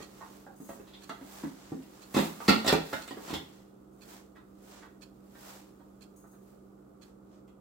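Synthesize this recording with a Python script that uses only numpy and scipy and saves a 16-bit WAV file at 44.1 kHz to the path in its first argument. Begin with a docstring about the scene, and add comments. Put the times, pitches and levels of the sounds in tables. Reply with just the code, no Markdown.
"""Stacking chairs in a living room

Metal-framed chairs are shuffled and dropped onto a stack: chattering blows ring seats and tubes.
The person's clothes swish (filtered noise) and a small chain jingles (decaying sines) before they walk off.
A wall clock ticks once a second (clicks into case resonances) over a fan's steady air noise and hum."""
import sys
import numpy as np
from scipy import signal
from scipy.fft import rfft, irfft, next_fast_len
from scipy.io import wavfile
from scipy.ndimage import uniform_filter1d

SR = 44100
rng = np.random.default_rng(int(sys.argv[2]) if len(sys.argv) > 2 else 0)


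def wav_record(signal):
    """Record a signal, one row per channel, as 16-bit PCM in the file named by sys.argv[1]."""
    frames = np.transpose(np.atleast_2d(signal))
    bounded = np.clip(frames, -1, 1)
    # unit amplitude maps onto the largest positive 16-bit level
    quanta = np.round(bounded * 32767).astype(np.int16)
    wavfile.write(sys.argv[1], SR, quanta)


N = 335547
TIME = np.arange(N) / SR
RING_SIZE = int(0.6 * SR)  # samples in one ringing sound
AGE = TIME[:RING_SIZE]


def from_db(db):
    """Decibels to gain."""
    return 10 ** (np.asarray(db) / 20)


def rms_one(x):
    """Scale to an rms of one."""
    return x / np.sqrt(np.mean(x ** 2) + 1e-30)


def add(out, start_s, sound):
    """Mix a sound in from start_s on."""
    start = max(0, round(start_s * SR))
    out[..., start:start + sound.shape[-1]] += sound[..., :N - start]


def low_pass(x, cutoff_hz, order):
    """Causal Butterworth low-pass."""
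    return signal.sosfilt(signal.butter(order, cutoff_hz, fs=SR, output="sos"), x)


def band(x, low_hz, high_hz, order=3):
    """Causal Butterworth band-pass."""
    return signal.sosfilt(signal.butter(order, [low_hz, high_hz], "band", fs=SR, output="sos"), x + 1e-18)


def colour(x, spectrum):
    """Causal minimum-phase filter through (Hz, dB) points, built by folding the cepstrum."""
    size = 2 * next_fast_len(x.shape[-1] // 2 + 2000)
    hz, db = np.transpose(spectrum)
    bins_hz = np.arange(size // 2 + 1) * SR / size
    gain = from_db(np.interp(np.log(bins_hz + 1), np.log(hz), db))
    cepstrum = irfft(np.log(gain))
    cepstrum[1:size // 2] *= 2
    cepstrum[size // 2 + 1:] = 0
    return irfft(rfft(x, size) * np.exp(rfft(cepstrum)))[..., :x.shape[-1]]


def resonate(x, hz, width_hz):
    """Two-pole resonance with a peak gain of one."""
    r = np.exp(-np.pi * width_hz / SR)
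    zeros = np.array([1, 0, -1]) * (1 - r * r) / 2
    poles = [1, -2 * r * np.cos(2 * np.pi * hz / SR), r * r]
    return signal.lfilter(zeros, poles, x + 1e-18)


def ring(modes):
    """Sum of decaying sines, one per mode (Hz, dB, t60 s)."""
    return sum(np.sin(2 * np.pi * hz * AGE) * from_db(db - 60 * AGE / t60_s) for hz, db, t60_s in modes)


def pan(db):
    """Gains of the two channels for a left-right difference."""
    return from_db(np.array([[db], [-db]]) / 2)


def diffuse(size, alike_hz=300, apart_db=-17):
    """Noise from all sides: the two channels agree mainly in the bass."""
    mid, side, apart = rng.standard_normal((3, size))
    side = signal.sosfilt(signal.butter(3, alike_hz, "high", fs=SR, output="sos"), side)
    side = side + from_db(apart_db) * apart
    return rms_one(mid + side * [[1], [-1]])


def room(t60_s, wet_db, early_db=-1, early_s=0.0064, late_db=-23, late_t60_s=1.0):
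    """Room response: direct sound, dense near-wall echoes, a tail, a faint tail from the rooms next door."""
    tail_fade = from_db(-60 * AGE / t60_s)
    early_fade = from_db(early_db) * np.exp(-AGE / early_s)
    late_fade = from_db(late_db - 60 * AGE / late_t60_s)
    onset = 1 - np.exp(-AGE / 0.003)
    tail = diffuse(RING_SIZE, alike_hz=320) * (tail_fade + early_fade + late_fade) * onset
    response = from_db(wet_db) * rms_one(tail) / np.sqrt(RING_SIZE)
    response[:, 0] += 1  # direct sound
    return response


def heard(x, response):
    """A dry sound carried through the room."""
    return signal.fftconvolve(x[None], response, axes=1)[:, :len(x)]


def contact(peak_s, per_s=4500, swell=2.3):
    """Loose parts chatter: random touches swell up to peak_s, then die away; unit energy."""
    chatter = (rng.random(RING_SIZE) < per_s / SR) * rng.standard_normal(RING_SIZE)
    progress = swell * AGE / peak_s
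    return rms_one(chatter * progress ** swell * np.exp(-progress)) / np.sqrt(RING_SIZE)


def wavering(hz, waver=0.15, drift_s=0.33):
    """Motor tone of about unit rms whose strength and phase [rad] wander a little."""
    noise = rng.standard_normal((2, N))
    wander = signal.fftconvolve(noise, np.hanning(int(drift_s * SR))[None], "same", axes=1)
    swell, phase = waver * rms_one(wander)
    return np.sqrt(2) * (1 + swell) * np.sin(2 * np.pi * (hz * TIME + rng.random()) + phase)


# fan air, low rumble, relative: (frequency [Hz], density [dB per Hz])
FAN_RUMBLE = [(25, -27.5), (50, -13), (72, -7), (91, -15.5), (115, -8.5), (170, -6.5), (225, -4), (300, -5),
              (390, -2), (520, -13), (700, -14.5), (1000, -23), (1200, -17.5), (1400, -23)]
# fan air, faint hiss, relative: (frequency [Hz], density [dB per Hz])
FAN_HISS = [(1400, 18), (2000, 9.5), (5500, -13.5), (6800, 1.5), (7700, 8), (8700, 1.5), (15500, -5.5)]
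# motor tones: (frequency [Hz], rms level before pan [dB])
FAN_HUM = [(49, -74.5), (66, -74), (120, -76.5), (131, -72.5), (196, -60), (295, -67), (311, -67.5),
           (524, -74)]


def fan(rumble_db=-58, hiss_db=-77, edge_hz=1470, pan_db=-3.5):
    """Steady air noise cut off above edge_hz, wavering motor tones and a faint hiss."""
    edge = signal.cheby1(10, 0.5, edge_hz, fs=SR, output="sos")
    rumble = from_db(rumble_db) * rms_one(signal.sosfilt(edge, colour(diffuse(N), FAN_RUMBLE)))
    hum = sum(from_db(db) * wavering(hz) for hz, db in FAN_HUM)
    hiss = from_db(hiss_db) * rms_one(colour(diffuse(N), FAN_HISS))
    return pan(pan_db) * (rumble + hum) + hiss


def swish(peak_s, length_s, fade_ratio=1.09):
    """Bell-shaped (sech) swell; length_s is its width at half height before the fall is slowed."""
    away = 2 * np.arccosh(2) * (TIME - peak_s) / max(length_s, 0.02)
    fall = np.exp(-np.minimum(np.maximum(-away, away / fade_ratio), 20))
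    return 2 * fall / (1 + fall ** 2)


# rubbing fabric, relative: (frequency [Hz], density [dB per Hz])
FABRIC_SPECTRUM = [(300, 4), (800, 8), (1400, 3.5), (2300, -2), (4000, -2.5), (6000, -3), (7700, -1),
                   (9000, -6), (15500, -3)]
# dull tail of a knock at the start, then reaches, lifts and strides:
# (peak time [s], relative level [dB], length [s], treble against body [dB])
SWELLS = [(0.01, -57, 0.07, -25), (0.24, -61.5, .3, -20), (0.73, -63, 0.16, -1), (1.05, -65, 0.29, -17),
          (1.382, -53.5, 0.2, -2), (1.645, -59.5, 0.26, -13), (1.999, -62, 0.21, -9),
          (2.239, -45.5, 0.12, 1), (2.403, -63.5, 0.19, 3), (2.524, -48.5, .22, -3.5),
          (2.942, -51.5, 0.18, -2), (3.285, -50.5, 0.12, -6), (3.542, -65, 0.15, -8),
          (4.132, -55, .12, -2.5), (4.724, -59, 0.15, -4), (4.783, -59, 0.094, -21),
          (5.494, -53.5, .18, -2), (6.504, -73.5, 0.14, 3), (7.074, -70, 0.075, -3),
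          (7.348, -71.5, 0.096, -14.5)]
# faint rustle between swishes, stronger while chairs are handled: (time [s], relative level [dB])
CLOTHES_RUSTLE = [(0, -68), (.36, -64.5), (.52, -73.5), (1.1, -70.5), (3.3, -63), (3.75, -79), (5.8, -76),
                  (7.6, -83.5)]


def clothes(level_db=4.5, grain_db=1.5, split_hz=8500, rustle_treble_db=1.5, treble_lead_s=0.015, pan_db=-2):
    """Fibres slip in countless tiny catches; swells rise from a faint rustle and dull as they end."""
    grain = rms_one(uniform_filter1d(rng.standard_normal(N), size=60))
    catches = from_db(grain_db * grain)
    rub = rms_one(band(colour(diffuse(N) * catches, FABRIC_SPECTRUM), 290, 19000, order=2))
    dull = signal.sosfiltfilt(signal.butter(3, split_hz, fs=SR, output="sos"), rub)
    bright = rub - dull
    rustle = from_db(np.interp(TIME, *np.transpose(CLOTHES_RUSTLE)))
    body_power = rustle ** 2
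    treble_power = (rustle * from_db(rustle_treble_db)) ** 2
    for peak_s, db, length_s, treble_db in SWELLS:
        body = from_db(db) * swish(peak_s, length_s)
        treble = from_db(db + treble_db) * swish(peak_s - treble_lead_s, length_s)
        body_power = body_power + body ** 2
        treble_power = treble_power + treble ** 2
    cloth = dull * np.sqrt(body_power) + bright * np.sqrt(treble_power)
    return cloth * from_db(level_db) * pan(pan_db)


def blow(chatter_s, landing_s, weight_db=4, soft_hz=520, chatter_hz=450):
    """Force of a knock: the weight lands as one soft push amid the bright chatter."""
    push = np.zeros(RING_SIZE)
    add(push, landing_s, from_db([weight_db]))
    push = low_pass(push + 1e-18, soft_hz, order=2)
    return push + band(contact(chatter_s), chatter_hz, 19000, order=2)


# dense crack of the contact, relative: (frequency [Hz], density [dB per Hz])
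CRACK_SPECTRUM = [(50, -7), (120, -12.5), (200, 0.5), (450, -1), (1000, 4), (2000, -5), (2700, -6.5),
                  (4500, -6.5), (5400, -7), (8000, -11.5), (9000, -15), (15500, -12)]
# chair resonances, seat first, then tubes: (frequency [Hz], width [Hz], relative level [dB])
CHAIR_MODES = [(82.4, 26, -8.5), (164.5, 6.8, 7), (221.3, 7.4, 8.5), (271, 29, 8), (329, 20, 5),
               (389, 30, -6), (437, 13, 2.5), (553, 35.5, 0), (671, 35, -2.5), (755, 32, -2),
               (835, 26, -4.5), (885, 25, -2.5), (1166, 43, -2), (1320, 20, -5), (1640, 40, -10),
               (1875, 120, -3), (2350, 25, -21), (2550, 73, -7), (2760, 44, -11), (3257, 60, -7),
               (3480, 37, -10.5), (3666, 65, -11), (4130, 130, -16.5), (4335, 260, -20.5),
               (4800, 110, -9.5), (5560, 90, -19), (7140, 87, -18), (7200, 160, -11)]


def chair(force, favoured_hz, favour_db=6, favour_width=0.2, vary_db=2, modes_db=2):
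    """The struck spot passes a band of the force best; seat and tubes ring with it."""
    force = force + from_db(favour_db) * resonate(force, favoured_hz, favour_width * favoured_hz)
    out = colour(force, CRACK_SPECTRUM)
    for hz, width_hz, db in CHAIR_MODES:
        mode_db = db + modes_db + vary_db * rng.standard_normal()
        out = out + from_db(mode_db) * resonate(force, hz, width_hz)
    return out


# knocks; a soft contact falls off steeply either side of its pitch, a hard one hardly:
# (time [s], relative level [dB], favoured pitch [Hz], fall-off [dB per octave], chatter peak [s])
CHAIR_KNOCKS = [(0.003, -51.5, 463, 3, 0.0032), (0.211, -48, 1050, 10.5, 0.014),
                (0.466, -52.5, 760, 12, 0.0038), (0.601, -49.5, 268, 8, .012), (0.692, -47, 690, 7.5, .007),
                (0.796, -52.5, 382, 5.5, 0.0038), (0.876, -66.5, 3620, 1, 0.022),
                (0.936, -56, 3550, 16, 0.0092), (1.095, -42, 1290, 4.5, .004),
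                (1.212, -49, 280, 4.5, 0.0062), (1.436, -37, 298, 6.5, 0.0074),
                (1.719, -39, 260, 8.5, .009), (1.821, -66, 8100, 34, 0.0071), (2.145, -36, 154, 1.24, .009),
                (2.166, -25.5, 208, 3, 0.0091), (2.186, -34, 422, 3.5, .011),
                (2.188, -41.5, 7800, 9.5, .012), (2.403, -44, 1200, 6.5, .005),
                (2.483, -26, 4290, 6.5, .007), (2.484, -21, 200, 4, 0.0085),
                (2.492, -25.5, 1400, 4, 0.0048), (2.646, -38.5, 895, 3.5, .0052),
                (2.664, -38.5, 7900, 0, 0.0084), (2.678, -28, 4550, 3, .0047),
                (2.69, -32.5, 1600, 4.5, .009), (2.726, -26, 420, 3, 0.0044), (2.93, -36, 1410, 4, 0.0053),
                (3.078, -52, 8000, 1, 0.0032), (3.109, -46, 600, 3.5, 0.0036), (3.169, -47, 417, 5, 0.0062),
                (3.28, -50, 1230, 1.5, 0.015), (3.304, -45.5, 290, 1, 0.0083), (3.329, -38.5, 82, 6, .009),
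                (3.338, -42, 3400, 2, 0.0086), (4.36, -60, 1715, 6.5, .014), (4.828, -55.5, 1500, 5.5, .01),
                (5.352, -61, 1650, 6, 0.0093), (5.801, -63, 1005, 7.5, .0061),
                (6.241, -61.5, 1220, 13, 0.0056), (6.335, -67.5, 1314, 6.5, 0.0078),
                (7.479, -75.5, 2670, 0, 0.0054)]
# thud, clank, clink, tick: (low edge [Hz], high edge [Hz], centre for the fall-off [Hz],
# relative level [dB], room t60 [s], room level [dB], left-right difference [dB])
KNOCK_REGISTERS = [(44.72, 485, 320, 2, 0.28, 5, -0.5), (459.6, 1860, 1200, 0.5, 0.28, 7.5, -4.5),
                   (1900, 4420, 6000, 1, 0.29, 10.5, -1.2), (5100, 17000, 12000, -2, 0.25, 4.5, -1)]


def knocks(lead=0.8):
    """Blows ring chair and room; a register weakens with its distance from the pitch of the blow."""
    out, onset = np.zeros((2, N)), AGE < 0.04
    centres_hz = np.array(KNOCK_REGISTERS)[:, 2]
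    for time_s, level_db, favoured_hz, falloff_db, chatter_s in CHAIR_KNOCKS:
        landing_s = lead * chatter_s  # first light touches precede the weight
        ringing = chair(blow(max(chatter_s, 0.002), landing_s), favoured_hz)
        octaves = np.abs(np.log2(centres_hz / favoured_hz))
        levels_db = level_db - falloff_db * (octaves - octaves.min())
        for db, register in zip(levels_db, KNOCK_REGISTERS):
            low_hz, high_hz, _, register_db, t60_s, wet_db, pan_db = register
            sound = heard(band(ringing, low_hz, high_hz, order=4), room(t60_s, wet_db))
            # levels are rms over the onset, per channel
            onset_rms = np.sqrt(np.mean(sound[:, onset] ** 2, axis=1, keepdims=True))
            add(out, time_s - landing_s, from_db(db + register_db) * pan(pan_db) * sound / onset_rms)
    return out


# gear-train contacts in one beat: (time from beat [s], relative level [dB])
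CLOCK_GEARS = [(-.020, -7.5), (-.011, 2.5), (-.002, -1), (.003, -3)]
# clock case resonances: (frequency [Hz], width [Hz], relative level [dB])
CLOCK_CASE = [(1400, 520, 3.5), (2600, 400, 0), (3260, 440, -2.5), (4220, 340, 5), (4660, 500, -14.5),
              (5400, 520, -15.5), (6450, 460, -5), (7100, 580, -17.5), (11540, 6000, -24)]


def clock(level_db=7, pan_db=-8, rattle_db=-3, rattle_s=0.0033, vary_db=3, jitter_s=0.0015,
          first_beat_s=0.032, beat_s=1, beat_db=-39.5, fade_db_per_s=0.75):
    """Each second the gears step in quick, rattling, varied contacts that ring the case; ticks grow fainter."""
    clicks = np.zeros(N)
    for time_s in np.arange(first_beat_s, N / SR, beat_s):
        for offset_s, gear_db in CLOCK_GEARS:
            touch_s = time_s + offset_s + jitter_s * rng.standard_normal()
            db = beat_db - fade_db_per_s * time_s + gear_db + vary_db * rng.standard_normal()
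            add(clicks, touch_s, from_db([db]))
            add(clicks, touch_s - rattle_s, from_db(db + rattle_db) * contact(rattle_s))
    ticks = sum(from_db(db) * resonate(clicks, hz, width_hz) for hz, width_hz, db in CLOCK_CASE)
    return from_db(level_db) * pan(pan_db) * heard(ticks, room(0.17, 7.9, early_db=14.5, early_s=0.0045))


# shakes of the chain: (time [s], length [s], relative level of first touch [dB])
CHAIN_SHAKES = [(0.561, .15, -55), (1.077, .02, -58), (3.93, .02, -67), (4.621, .02, -60.5),
                (6.162, .02, -54), (6.27, .065, -61.5)]
# link modes: (frequency [Hz], relative level [dB], t60 [s])
CHAIN_LINKS = [(6560, -11.5, 0.08), (6640, -21, 0.19), (7850, -18, 0.099), (9340, -19, .08),
               (13000, -37, 0.11), (14700, -24, .08)]


def chain(level_db=-1, click_db=-8, click_s=0.021, touch_gap_s=0.042, touch_swell_db=2.5):
    """Small links ring high and rattle in a run of touches per shake, each harder than the last."""
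    out = np.zeros((2, N))
    for time_s, length_s, shake_db in CHAIN_SHAKES:
        for touch, after_s in enumerate(np.arange(0, length_s, touch_gap_s)):
            ringing = ring([(hz, db + rng.standard_normal(), t60_s) for hz, db, t60_s in CHAIN_LINKS])
            noise = band(rng.standard_normal(RING_SIZE), 7300, 19845)
            rattle = from_db(click_db) * noise * np.exp(-AGE / click_s)
            touch_db = shake_db + level_db + touch_swell_db * touch
            add(out, time_s + after_s, from_db(touch_db) * heard(ringing + rattle, room(0.48, 8.8)))
    return out


# modes of one frame tube: (frequency [Hz], relative level [dB], t60 [s])
TUBE_MODES = [(3290, -3, .15), (3500, -3, 0.22), (3520, -1, 0.16)]


def tube(settle_s=3.352, level_db=-48.5):
    """A frame tube, left free as the top chair settles, rings on thinly."""
    out = np.zeros((2, N))
    add(out, settle_s, from_db(level_db) * heard(ring(TUBE_MODES), room(0.27, 0)))
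    return out


def scene():
    """Everything that sounds in the room."""
    return fan() + clothes() + knocks() + clock() + chain() + tube()


def record(dry, cutoff_hz=15850):
    """Steep elliptic low-pass cuts the top."""
    return signal.sosfilt(signal.ellip(12, 0.2, 80, cutoff_hz, fs=SR, output="sos"), dry)


dry = scene()
out = record(dry)
wav_record(out)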